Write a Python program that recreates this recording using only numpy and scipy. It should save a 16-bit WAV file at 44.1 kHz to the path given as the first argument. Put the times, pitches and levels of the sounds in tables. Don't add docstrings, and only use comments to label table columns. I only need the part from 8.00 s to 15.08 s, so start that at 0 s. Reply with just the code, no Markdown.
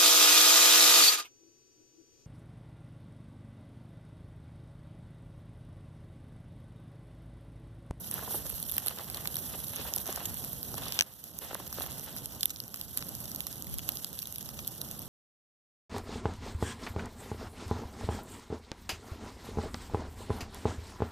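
import sys
import numpy as np
from scipy import signal
from scipy.fft import rfft, irfft, next_fast_len
from scipy.io import wavfile
from scipy.ndimage import uniform_filter1d, minimum_filter1d, map_coordinates

SR = 44100
rng = np.random.default_rng(int(sys.argv[2]) if len(sys.argv) > 2 else 0)


def wrap_up_sound(samples):
    columns = np.atleast_2d(samples).T
    tamed = np.clip(columns, -1, 1)
    steps = np.round(tamed * 32767).astype(np.int16)
    wavfile.write(sys.argv[1], SR, steps)


N = 312228
BURST_SAMPLES, LEAD_SAMPLES, CLICK_SAMPLES = 1024, 96, 180

# t/s, strength/dB
BLAZE_STRENGTH = [(0, 1.5), (0.6, 3), (1.5, 4), (2.5, 2), (3.6, -2), (4.6, -1.5), (6.0, -2), (7.08, -4)]
# f/Hz, density/dB per Hz
RUSH_SPECTRUM = [(150, -3), (500, 9.5), (1000, 2), (1600, 3), (2200, 1), (3000, 5.5), (4300, 5.5),
                 (6200, 8), (8000, 7.5), (11000, -23), (15000, -80)]
# f/Hz, density/dB per Hz
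FIZZ_SPECTRUM = [(3000, -54), (7000, -25), (8800, -13), (10000, -6.5), (11200, 1), (12700, 4.5),
                 (14000, -1), (15000, -27), (16500, -59)]
# f/Hz, density/dB per Hz
CRACK_SPECTRUM = [(200, -20), (600, -24), (1300, -28), (2300, -3), (3300, 2.5), (6000, 0.5), (8000, -0.5),
                  (12000, -27)]


def amp(db):
    return 10 ** (np.asarray(db) / 20)


def unit(x):
    return x / np.sqrt(np.mean(x ** 2) + 1e-20)


def along(points, hz):
    f, v = np.transpose(points)
    return np.interp(np.log(hz + 1), np.log(f + 1), v)


def curves(rows):
    t_s, *cols = np.transpose(rows)
    return [np.interp(np.arange(N) / SR, t_s, c) for c in cols]


def wobble(rate_hz):
    knots = rng.standard_normal(int(N * rate_hz / SR) + 4)
    return map_coordinates(knots, [np.arange(N) * rate_hz / SR])


def swell(peak_s, length_s):
    phase = np.clip((np.arange(N) / SR - peak_s) / length_s, -.5, .5)
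    return np.cos(np.pi * phase) ** 2


def filtered(x, response):
    m = next_fast_len(N + 8192)
    return irfft(rfft(x, m) * response(np.fft.rfftfreq(m, 1 / SR)), m)[..., :N]


def causal(gain):
    cepstrum = irfft(np.log(np.maximum(gain, 1e-5)))
    fold = 1 + np.sign(np.fft.fftfreq(len(cepstrum)))
    return np.exp(rfft(cepstrum * fold))


def add(track, onset_s, sound):
    start = max(round(onset_s * SR) - LEAD_SAMPLES, 0)
    track[:, start:start + sound.shape[1]] += sound[:, :N - start]


def ports(hz, lag_ms, balance_db):
    gains = np.array([amp(balance_db / 2 + 0 * hz), amp(-balance_db / 2 + 0 * hz)])
    gains = gains / np.sqrt(np.mean(gains ** 2, 0))
    lag_s = np.array([[lag_ms / 1000], [0]])
    return gains * np.exp(-2j * np.pi * hz * lag_s)


def grains(rate_hz, spread_db, life_ms):
    strikes = rng.random(N) < rate_hz / SR
    power = strikes * amp(spread_db * np.minimum(rng.standard_normal(N), 2.6)) ** 2
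    keep = np.exp(-2 / (abs(life_ms) * SR / 1000))
    return unit(np.sqrt(signal.lfilter([1], [1, -keep], power)))


def spread(envelope, spectrum, lag_ms, scatter):
    # f/Hz, left minus right/dB
    shade = [(60, -2.5), (200, -4), (700, -2.5), (1500, 3), (2600, -2), (6000, -1), (8000, -1), (11000, -3),
             (14000, -10.5)]
    scatter = np.clip(scatter, 0, 1)
    direct = np.sqrt(1 - scatter) * rng.standard_normal(N)
    scattered = np.sqrt(scatter) * rng.standard_normal((2, N))
    noise = (direct + scattered) * envelope
    return unit(filtered(noise, lambda hz: amp(along(spectrum, hz)) * ports(hz, lag_ms, along(shade, hz))))


def rupture(spectrum, lag_ms, balance_db, life_ms, tail_db, ripple_db):
    rise_ms = 0.29
    ms = (np.arange(BURST_SAMPLES) - LEAD_SAMPLES) * 1000 / SR
    hz = np.fft.rfftfreq(BURST_SAMPLES, 1 / SR)
    life_ms = max(life_ms, .1)
    front_decay = (ms >= 0) * np.exp(-np.abs(ms) / 0.095)
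    front = unit((ms == 0) + 0.18 * rng.standard_normal(BURST_SAMPLES) * front_decay)
    noise = rng.standard_normal(BURST_SAMPLES) + 0.76 * rng.standard_normal((2, BURST_SAMPLES))
    noise_envelope = np.exp(-np.abs(ms) / np.where(ms < 0, rise_ms, life_ms))
    splinters = np.sqrt(life_ms) * unit(noise * noise_envelope)
    ripple = map_coordinates(rng.standard_normal(34), [hz / 700], mode="nearest")
    colour = causal(amp(along(spectrum, hz) + ripple_db * ripple)) * ports(hz, lag_ms, balance_db)
    burst = irfft(rfft(front + amp(tail_db) * splinters) * colour)
    return unit(burst) * np.sqrt(CLICK_SAMPLES / BURST_SAMPLES)


def flames():
    # t/s, level/dB
    surge = [(0, -48.5), (0.8, -47.5), (1.0, -47), (1.25, -47), (1.65, -48.5), (1.8, -46), (1.95, -49),
             (2.5, -48), (2.9, -48.5), (3.2, -50), (3.45, -47.5), (3.62, -53), (3.8, -48.5), (4.4, -49),
             (4.6, -48.5), (5.0, -49), (5.95, -48), (6.25, -51), (6.5, -49), (7.08, -49)]
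    # f/Hz, density/dB per Hz
    roar_spectrum = [(40, -23), (80, -2), (125, 2), (180, 0), (270, -4.5), (400, -11.5), (700, -13.5),
                     (1500, -24.5), (4000, -99)]
    # f/Hz, density/dB per Hz
    draught_spectrum = [(18, -23), (33, -25), (45, -3.5), (60, 0.5), (85, -1), (120, -23), (200, -8.5),
                        (500, -60)]
    surge_db, = curves(surge)
    roar = spread(amp(1.87 * wobble(17) + 0.31 * wobble(5.6)), roar_spectrum, lag_ms=0.025, scatter=0.096)
    draught = spread(amp(2.6 * wobble(13) + 0.6 * wobble(3.7)), draught_spectrum, lag_ms=0, scatter=0.9)
    return amp(surge_db) * (roar + amp(-5.5) * draught)


def pinging_blades(rate_hz, pitch_hz, cycles, spread_db):
    when, pitch, size, side = rng.random((int(rate_hz * N / SR), 4)).T
    hz = pitch_hz * 2 ** (1.6 * (pitch[:, None] - .5))
    age = np.arange(CLICK_SAMPLES)
    turns = hz * age / SR
    sizes = amp(-spread_db * np.log(size[:, None] + 0.083))
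    pings = sizes * np.sin(2 * np.pi * turns) * np.exp(-turns / cycles)
    index = ((when * N).astype(int)[:, None] + age).ravel()
    shares = [np.sqrt(side), np.sqrt(1 - side)]
    return unit(np.array([np.bincount(index, (pings * share[:, None]).ravel(), N)[:N] for share in shares]))


def burning_grass():
    # peak t/s, length/s, rise/dB
    flares = [(0.168, 0.097, 4), (0.339, 0.16, 11), (1.154, 0.11, 0), (2.955, 0.058, 8), (3.2, 0.37, 1.5),
              (3.437, 0.097, 8.5), (3.827, 0.16, 5.5), (4.174, 0.13, 1.5), (4.65, 0.35, 1),
              (4.98, 0.044, 6), (6, 0.23, 4)]
    # f/Hz, density/dB per Hz
    sizzle_spectrum = [(3000, -51), (7000, -34), (8800, -7), (10000, -5), (11200, 2.5), (12700, 4),
                       (14200, 0), (14650, -50), (16500, -85)]
    blaze_db, = curves(BLAZE_STRENGTH)
    flare_db = sum(db * swell(peak_s, length_s) for peak_s, length_s, db in flares)
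    sizzle_db = -45.5 + blaze_db + flare_db
    rush_db = -53 + 0.39 * blaze_db + 0.69 * flare_db
    flurries = amp(0.17 * wobble(9.6) + 2.2 * wobble(70))
    fine = flurries * grains(rate_hz=5000, spread_db=1.5, life_ms=1.0)
    coarse = flurries * grains(rate_hz=3000, spread_db=7.0, life_ms=5.2)
    sizzle = amp(sizzle_db) * spread(fine, sizzle_spectrum, lag_ms=0.371, scatter=0.97)
    rush = amp(rush_db) * spread(coarse, RUSH_SPECTRUM, lag_ms=0.076, scatter=0.94)
    pings = pinging_blades(rate_hz=470, pitch_hz=4880, cycles=200, spread_db=1.0)
    return sizzle + rush + amp(rush_db - 7.5) * pings


def crackling(rate_hz, size_db, spread_db):
    blaze_db, = curves(BLAZE_STRENGTH)
    vigour_db = 0.68 * blaze_db + 2.0 * wobble(9)
    out = np.zeros((2, N))
    for when, size, tone, side in rng.random((int(rate_hz * N / SR), 4)):
        db = vigour_db[int(when * N)] + size_db - spread_db * np.log(size + 0.098)
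        fizz = rupture(FIZZ_SPECTRUM, 0.314 * side, -7.5, life_ms=1.0, tail_db=-2.0, ripple_db=9.5)
        crack = rupture(CRACK_SPECTRUM, 0.2 * side, -2.4, life_ms=0.97, tail_db=1.0, ripple_db=5.5)
        add(out, when * N / SR, amp(db) * (fizz + amp(-6.0 - 5.5 * tone) * crack))
    return out


def tread():
    # full weight at t/s, hold/s, pressure/dB
    steps = [(0.129, 0.18, -51.5), (0.766, 0.23, -53), (1.08, 0.2, -53.5), (1.477, 0.066, -57.5),
             (1.735, 0.18, -52.5), (2.067, 0.15, -54.5), (2.784, 0.22, -51), (3.425, 0.075, -49),
             (3.779, 0.064, -50.5), (4.035, 0.084, -61)]
    attack_s, release_s = 0.019, 0.098
    t = np.arange(N) / SR
    pressure = 0
    for full_s, hold_s, db in steps:
        onset = np.clip(1 + (t - full_s) / attack_s, 0, 1)
        settling = np.exp(-np.maximum(t - full_s - hold_s, 0) / release_s)
        pressure = pressure + amp(db) * onset * settling
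    return amp(3.1 * wobble(30.56)) * pressure


def footsteps():
    # t/s, level/dB, f/Hz, crumbling/ms
    crunches = [(.18, -53.5, 1000, 3), (.192, -53, 950, 4), (.226, -49, 600, 8.3), (.277, -48, 513, 5.4),
                (0.308, -54, 830, 4), (0.342, -44, 520, 9.3), (.453, -52, 577, 11), (0.525, -59, 460, 3),
                (.862, -49, 328, 5), (.995, -50, 800, 2.1), (1.551, -53.5, 427, 4.4),
                (1.794, -52, 402, 6.4), (1.85, -52, 750, 12), (1.925, -53, 700, 7.4),
                (1.968, -51.5, 486, 4.5), (2.09, -43.5, 453, 6), (2.175, -48.5, 566, 3.6),
                (2.213, -52, 447, 4.1), (2.741, -47.5, 450, 2.4), (2.778, -54.5, 750, 11),
                (2.865, -51, 600, 3.7), (3.5115, -50, 560, 1.5), (3.531, -49.5, 523, 2.2),
                (3.552, -47, 760, 0.88), (3.600, -50, 514, 6.4), (3.7848, -47.5, 600, 1.2),
                (3.8083, -48.5, 620, 0.7)]
    # f/Hz, density/dB per Hz
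    snow_spectrum = [(80, -21), (250, -7), (520, -0.5), (900, -3), (1500, -9), (2400, -6.5), (5000, -13.5),
                     (10000, -94)]
    shuffle_db, grit_db = -75.5, -6.5
    push_db, tone_width = 17.5, 0.6
    pressure = tread()
    crunch = spread(grains(rate_hz=600, spread_db=5.0, life_ms=8.8), snow_spectrum, lag_ms=0, scatter=0.33)
    grit = spread(grains(rate_hz=3100, spread_db=7.0, life_ms=3.6), RUSH_SPECTRUM, lag_ms=0.044, scatter=1.0)
    out = amp(2.0) * (pressure + amp(shuffle_db)) * crunch + amp(grit_db) * pressure * grit
    t = np.arange(2 * BURST_SAMPLES) / SR
    hz = np.fft.rfftfreq(len(t), 1 / SR)
    for onset_s, db, pitch_hz, life_ms in crunches:
        crumbling = rng.standard_normal(len(t)) * np.exp(-t * 1000 / life_ms)
        collapse = np.roll(amp(push_db) * (t == 0) + crumbling, LEAD_SAMPLES)
        hollow = np.exp(-np.log((hz + 1) / pitch_hz) ** 2 / tone_width)
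        knock = unit(irfft(rfft(collapse) * causal(hollow)))
        add(out, onset_s, amp(db) * knock[None])
    return out


def stalk_crack(ring_hz):
    hz = np.geomspace(CRACK_SPECTRUM[0][0], CRACK_SPECTRUM[-1][0], 80)
    ring = np.exp(-(np.log2(hz / ring_hz) / 0.25) ** 2)
    return np.column_stack([hz, along(CRACK_SPECTRUM, hz) + 8.5 * ring])


def bursting_stalks():
    # t/s, fizz level/dB, crack level/dB, pop level/dB, splintering/ms, f/Hz
    bursts = [(0.1128, -29, -44, -50, 0.88, 6200.0), (0.1412, -28, -52, -59.5, 0.5, 6800.0),
              (0.466, -36, -43, -51, 1.9, 7600), (0.6016, -37, -51, -56, 0.9, 3600),
              (0.495, -34, -45, -63.5, 2.6, 7300.0), (0.5, -31.5, -53, -48, 1.7, 4700.0),
              (0.6275, -30.5, -39.5, -67, 1.1, 7300.0), (0.6956, -31, -44, -54, 3.5, 3500.0),
              (0.7148, -31, -47, -63.5, 1.3, 6700.0), (0.721, -29, -43.5, -48, 1.3, 4100.0),
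              (0.767, -30, -45, -60.5, 0.5, 4800.0), (0.781, -23, -33.5, -35, 1.3, 2700.0),
              (0.8624, -26, -41, -45, 0.71, 4000.0), (0.8697, -26, -34, -42.5, 1.6, 3600.0),
              (0.876, -35, -40, -42, 4, 3000), (0.895, -44, -43, -45, 1.2, 3400),
              (0.8829, -22, -30, -46, 1.3, 3970), (0.986, -34.5, -38.5, -44, 1.9, 4000),
              (1.1, -31.5, -41, -60.0, 0.6, 4600.0), (1.1453, -32, -34.5, -48, 1.4, 4800.0),
              (1.1712, -35, -38.5, -52, 2.4, 3300), (1.2558, -45, -41, -35.5, 2.3, 3500),
              (1.2738, -26.5, -32, -47, 1.5, 4000.0), (1.3435, -34, -41, -56, 0.7, 3000),
              (1.4502, -44, -56, -59, 0.7, 6200), (1.3565, -28.5, -40, -67, 0.4, 3700.0),
              (1.3679, -30, -39, -48, 1.5, 5270), (1.6026, -37, -47, -57, 0.8, 3700),
              (1.6398, -37, -49, -52, 0.8, 3300), (1.6437, -37, -45, -52, 0.9, 3600),
              (1.76, -33, -42.5, -58, 1.3, 6500), (1.765, -40, -40.5, -51, 1.3, 5700),
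              (1.9379, -30, -29.0, -55, 0.37, 5700.0), (1.9622, -24, -38, -62.5, 1, 5600.0),
              (1.9785, -36, -40, -59, 2.2, 7800.0), (1.9834, -34, -39, -50, 0.5, 5300.0),
              (2.058, -41, -44, -50, 1, 6000), (2.0672, -36, -43, -62, 0.7, 5700),
              (2.0762, -35, -42, -55, 0.8, 6000), (2.1266, -36, -38.5, -44.0, 1.1, 7160),
              (2.16, -32, -36, -57, 1.3, 6500), (2.2554, -29, -32.5, -45, 4.2, 7100),
              (2.3427, -33.5, -47, -65.5, 1.0, 7300), (2.371, -38, -46, -57, 0.8, 3400),
              (2.441, -41, -43, -52.5, 0.8, 5800), (2.4473, -35, -44, -60, 0.8, 7700),
              (2.5315, -33, -48, -64.5, 0.55, 7800.0), (2.63, -32.5, -43, -56.0, 0.58, 4700.0),
              (2.742, -39, -42, -66, 1.1, 6100), (2.781, -35, -42, -45, 1.9, 7300.0),
              (2.883, -36, -40, -51, 1.1, 4960), (2.9227, -36, -31.5, -49, 1.1, 5570),
              (3.138, -37, -51, -64, 0.8, 6600), (3.24, -32, -39.5, -58, 2.8, 7400.0),
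              (3.3882, -28.5, -37, -51, 1.1, 6800.0), (3.5462, -31, -39, -46, 1.1, 6200.0),
              (3.6773, -39, -50, -60, 0.71, 5200.0), (3.7273, -36.5, -42.5, -46, 0.6, 5800.0),
              (3.7992, -34.5, -45, -57.0, 0.43, 3000.0), (3.8207, -36, -37.5, -54, 1.7, 3700.0),
              (3.863, -38, -48, -46, 0.68, 6100.0), (3.919, -39, -46, -59, 0.9, 6000),
              (3.9956, -38, -45, -59, 0.7, 5900), (4.1648, -35, -52, -51, 0.6, 4900.0),
              (4.1715, -42, -45, -65, 1, 4500.0), (4.178, -45, -47, -60, 0.9, 5800),
              (4.184, -47, -43, -56, 0.9, 6000), (4.2582, -32, -41.5, -62, 0.5, 5800.0),
              (4.4082, -33, -38, -65.0, 1.6, 4160), (4.4313, -24, -26.5, -43, 1.5, 3600),
              (4.4566, -20, -32, -43, 0.6, 3800.0), (4.496, -42, -38, -57, 0.7, 5200.0),
              (4.5043, -28, -30.5, -44, 5.2, 6600.0), (4.561, -43.5, -35.5, -62.0, 0.98, 5800.0),
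              (4.57, -43, -46, -58, 0.9, 6100), (4.6023, -30.5, -30.5, -52, 1.1, 5070),
              (4.6384, -39, -42.5, -56, 0.8, 5900), (4.68, -40, -49, -63, 0.87, 6200),
              (4.7426, -31.0, -37, -41, 1.4, 5500.0), (4.7602, -37, -43, -56, 0.7, 7600),
              (4.772, -40, -48, -56, 1.2, 6200), (4.8131, -30, -36.5, -58, 0.9, 4150),
              (4.931, -44, -57, -62, 0.7, 5700), (4.9739, -24.5, -35, -45, 0.8, 5340),
              (4.9831, -45, -44, -55, 0.9, 7100), (4.992, -46, -45.5, -53.0, 0.8, 6600.0),
              (5.0065, -44, -49, -57, 0.9, 5800), (5.0248, -47, -39.5, -41, 0.98, 3980),
              (5.0861, -40, -47, -67, 2.6, 5500.0), (5.091, -34.5, -47, -68, 0.6, 6300.0),
              (5.1514, -35.5, -43, -68.0, 0.6, 6600.0), (5.204, -37, -51, -57, 0.89, 6800.0),
              (5.256, -39, -45, -58, 0.8, 5500), (5.3164, -39, -43, -58, 0.8, 5900),
              (5.348, -35.5, -43, -58.5, 1.6, 5900.0), (5.3603, -34.0, -41.5, -60.5, 1.3, 4330),
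              (5.4056, -29, -35, -61, 0.38, 5030), (5.468, -31, -38, -45.5, 2.7, 5900.0),
              (5.5278, -38.5, -45, -62, 0.9, 6400.0), (5.5799, -41, -55.5, -66.5, 0.5, 5900.0),
              (5.6234, -35.5, -43, -58, 0.4, 6800.0), (5.7416, -32.5, -46, -58, 0.6, 6200.0),
              (5.785, -32.0, -39, -53, 0.7, 7000.0), (5.7924, -51, -40.5, -44.5, 0.51, 2700),
              (5.89, -23.5, -32, -39.5, 1.5, 4130), (5.92, -38, -44, -61, 0.8, 5600),
              (5.956, -38, -49, -66, 0.8, 6400), (5.971, -39, -36.5, -57.5, 1.1, 5700.0),
              (6.0456, -30, -33.5, -47, 0.61, 4730), (6.13, -38, -49, -56, 0.88, 6000),
              (6.175, -49, -51, -59, 0.81, 3630), (6.1902, -32.5, -39, -63, 0.32, 4230),
              (6.2204, -36.0, -40, -62, 3.5, 6200.0), (6.228, -34.5, -43, -53, 1.6, 2700.0),
              (6.256, -42, -43, -55.5, 1.3, 5600), (6.272, -37, -42, -56, 1, 7600),
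              (6.3248, -37, -45, -60, 0.8, 6450), (6.359, -36, -43, -70, 1.6, 5000),
              (6.3833, -34, -48, -72, 0.49, 2620), (6.4095, -41, -45, -62, 0.8, 5630),
              (6.428, -39, -48, -63.0, 0.6, 7600.0), (6.4597, -41, -50, -67, 0.7, 5900.0),
              (6.49, -42, -41, -50, 1.1, 5050), (6.5904, -49, -37.5, -44, 2.7, 3330),
              (6.6478, -45, -47, -57, 0.8, 3700), (6.6727, -42, -45, -65, 1, 7600),
              (6.6768, -27, -41, -60, 0.62, 7200), (6.78, -41, -56, -69, 0.6, 4700.0),
              (6.815, -32, -36.5, -54.0, 1.3, 4230), (6.9127, -35.5, -47, -69, 1.6, 6300.0),
              (6.993, -35, -50, -66, 0.8, 7700.0), (7.019, -42, -49, -61, 0.8, 5800)]
    # f/Hz, density/dB per Hz
    pop_spectrum = [(100, -4), (400, -18), (1100, 4.5), (1700, 1), (2600, 1), (5000, -35)]
    out = np.zeros((2, N))
    for onset_s, fizz_db, crack_db, pop_db, life_ms, ring_hz in bursts:
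        lag_ms = rng.uniform(0.071, 0.289)
        fizz = rupture(FIZZ_SPECTRUM, lag_ms, -6, life_ms, tail_db=0.0, ripple_db=1.5)
        crack = rupture(stalk_crack(ring_hz), lag_ms, -2.5, life_ms, tail_db=0.5, ripple_db=1.1)
        pop = rupture(pop_spectrum, lag_ms, 0.96, life_ms, tail_db=4.5, ripple_db=1.0)
        add(out, onset_s, amp(fizz_db) * fizz + amp(crack_db) * crack + amp(pop_db) * pop)
    return out


def scraping_stubble():
    # peak t/s, length/s, level/dB
    scrapes = [(1.79, 0.17, -47), (2.783, 0.05, -48), (2.86, 0.094, -41), (2.96, 0.19, -47)]
    # f/Hz, density/dB per Hz
    rasp_spectrum = [(1000, -22), (2000, -10), (2700, -1), (3600, 3), (5000, -8), (6200, -10), (10000, -24),
                     (15000, -80)]
    stroke = sum(amp(db) * swell(peak_s, length_s) for peak_s, length_s, db in scrapes)
    rasping = grains(rate_hz=1400, spread_db=5.5, life_ms=1.6)
    return stroke * spread(rasping, rasp_spectrum, lag_ms=-0.13, scatter=0.72)


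def snapping_stem():
    # t/s, level/dB
    snaps = [(2.9909, -16), (2.9987, -27.5), (3.0094, -13.5), (3.0225, -23)]
    # f/Hz, relative level/dB, t60/s
    modes = [(1560, 0.5, 0.024), (2150, 1, 0.01), (3150, 14, 0.0056), (4000, 10, 0.0035),
             (5930, 20, 0.0043), (8600, 8, 0.0038), (13100, -10, 0.0035)]
    # f/Hz, density/dB per Hz
    snap_spectrum = [(150, -34), (600, -17.5), (1400, -6.5), (2300, 5.5), (3000, 2), (6000, -1.5),
                     (8500, -5.5), (14000, -6.5), (16500, -32)]
    out = np.zeros((2, N))
    t = np.maximum(np.arange(BURST_SAMPLES) - LEAD_SAMPLES, 0) / SR
    for onset_s, db in snaps:
        ring = 0
        for hz, mode_db, t60_s in modes:
            decay = amp(mode_db + rng.normal(0, 0.81) - 60 * t / t60_s)
            ring = ring + decay * np.sin(2 * np.pi * hz * rng.normal(1, 0.03) * t)
        ring = unit(ring) * np.sqrt(CLICK_SAMPLES / BURST_SAMPLES) * amp([[0], [-2.5]])
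        crack = rupture(snap_spectrum, lag_ms=-0.132, balance_db=3.5, life_ms=0.77, tail_db=5.0, ripple_db=0.5)
        add(out, onset_s, amp(db) * (amp(-10.0) * ring + amp(-5.0) * crack))
    return out


def buffeting():
    # peak t/s, length/s, level/dB
    gusts = [(5.733, 0.16, -36.5), (6.6, 0.14, -55)]
    # f/Hz, density/dB per Hz
    thud_spectrum = [(20, -20), (65, -3), (110, -6), (200, -20), (500, -44)]
    thud = unit(filtered(rng.standard_normal(N), lambda hz: amp(along(thud_spectrum, hz))))
    puffs = sum(amp(db) * swell(peak_s, length_s) for peak_s, length_s, db in gusts)
    return np.array([[1], [-1]]) * thud * puffs


def scene():
    fire = flames() + burning_grass() + crackling(rate_hz=72, size_db=-50, spread_db=3.5)
    feet = footsteps() + scraping_stubble()
    return fire + feet + bursting_stalks() + snapping_stem() + buffeting()


def widen(x, delay_ms):
    # f/Hz, share
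    crossfeed = [(1100, 0.091), (1600, 0.35), (2200, 0.76), (3500, 0.35), (6000, 0.55), (8000, 0.12),
                 (14000, 0.24)]
    delayed_share = lambda hz: along(crossfeed, hz) * np.exp(-2j * np.pi * hz * delay_ms / 1000)
    return x - filtered(x[::-1], delayed_share)


def gain_control(x, threshold_db, attack_s, hold_s, release_s):
    power = np.abs(uniform_filter1d(np.mean(x ** 2, 0), CLICK_SAMPLES))
    needed_db = np.minimum(threshold_db - 10 * np.log10(power + 1e-12), 0)
    late_db = np.pad(needed_db, (round(.028 * SR), 0))[:N]
    past = lambda span_s: dict(size=2 * int(span_s * SR / 2) + 1, origin=int(span_s * SR / 2), mode="constant")
    held_db = minimum_filter1d(late_db, **past(hold_s))
    recovering_db = np.minimum(held_db, uniform_filter1d(held_db, **past(release_s)))
    smooth_db = uniform_filter1d(recovering_db, **past(attack_s))
    return x * amp(1.28 * smooth_db)


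def record(dry):
    wide = widen(dry, delay_ms=.425)
    ridden = gain_control(wide, threshold_db=-23.5, attack_s=0.0033, hold_s=0.19, release_s=0.3)
    rounded = ridden / (1 + (ridden / .76) ** 4) ** .25
    return filtered(rounded, lambda hz: hz < 16800)


dry = scene()
out = record(dry)
wrap_up_sound(out)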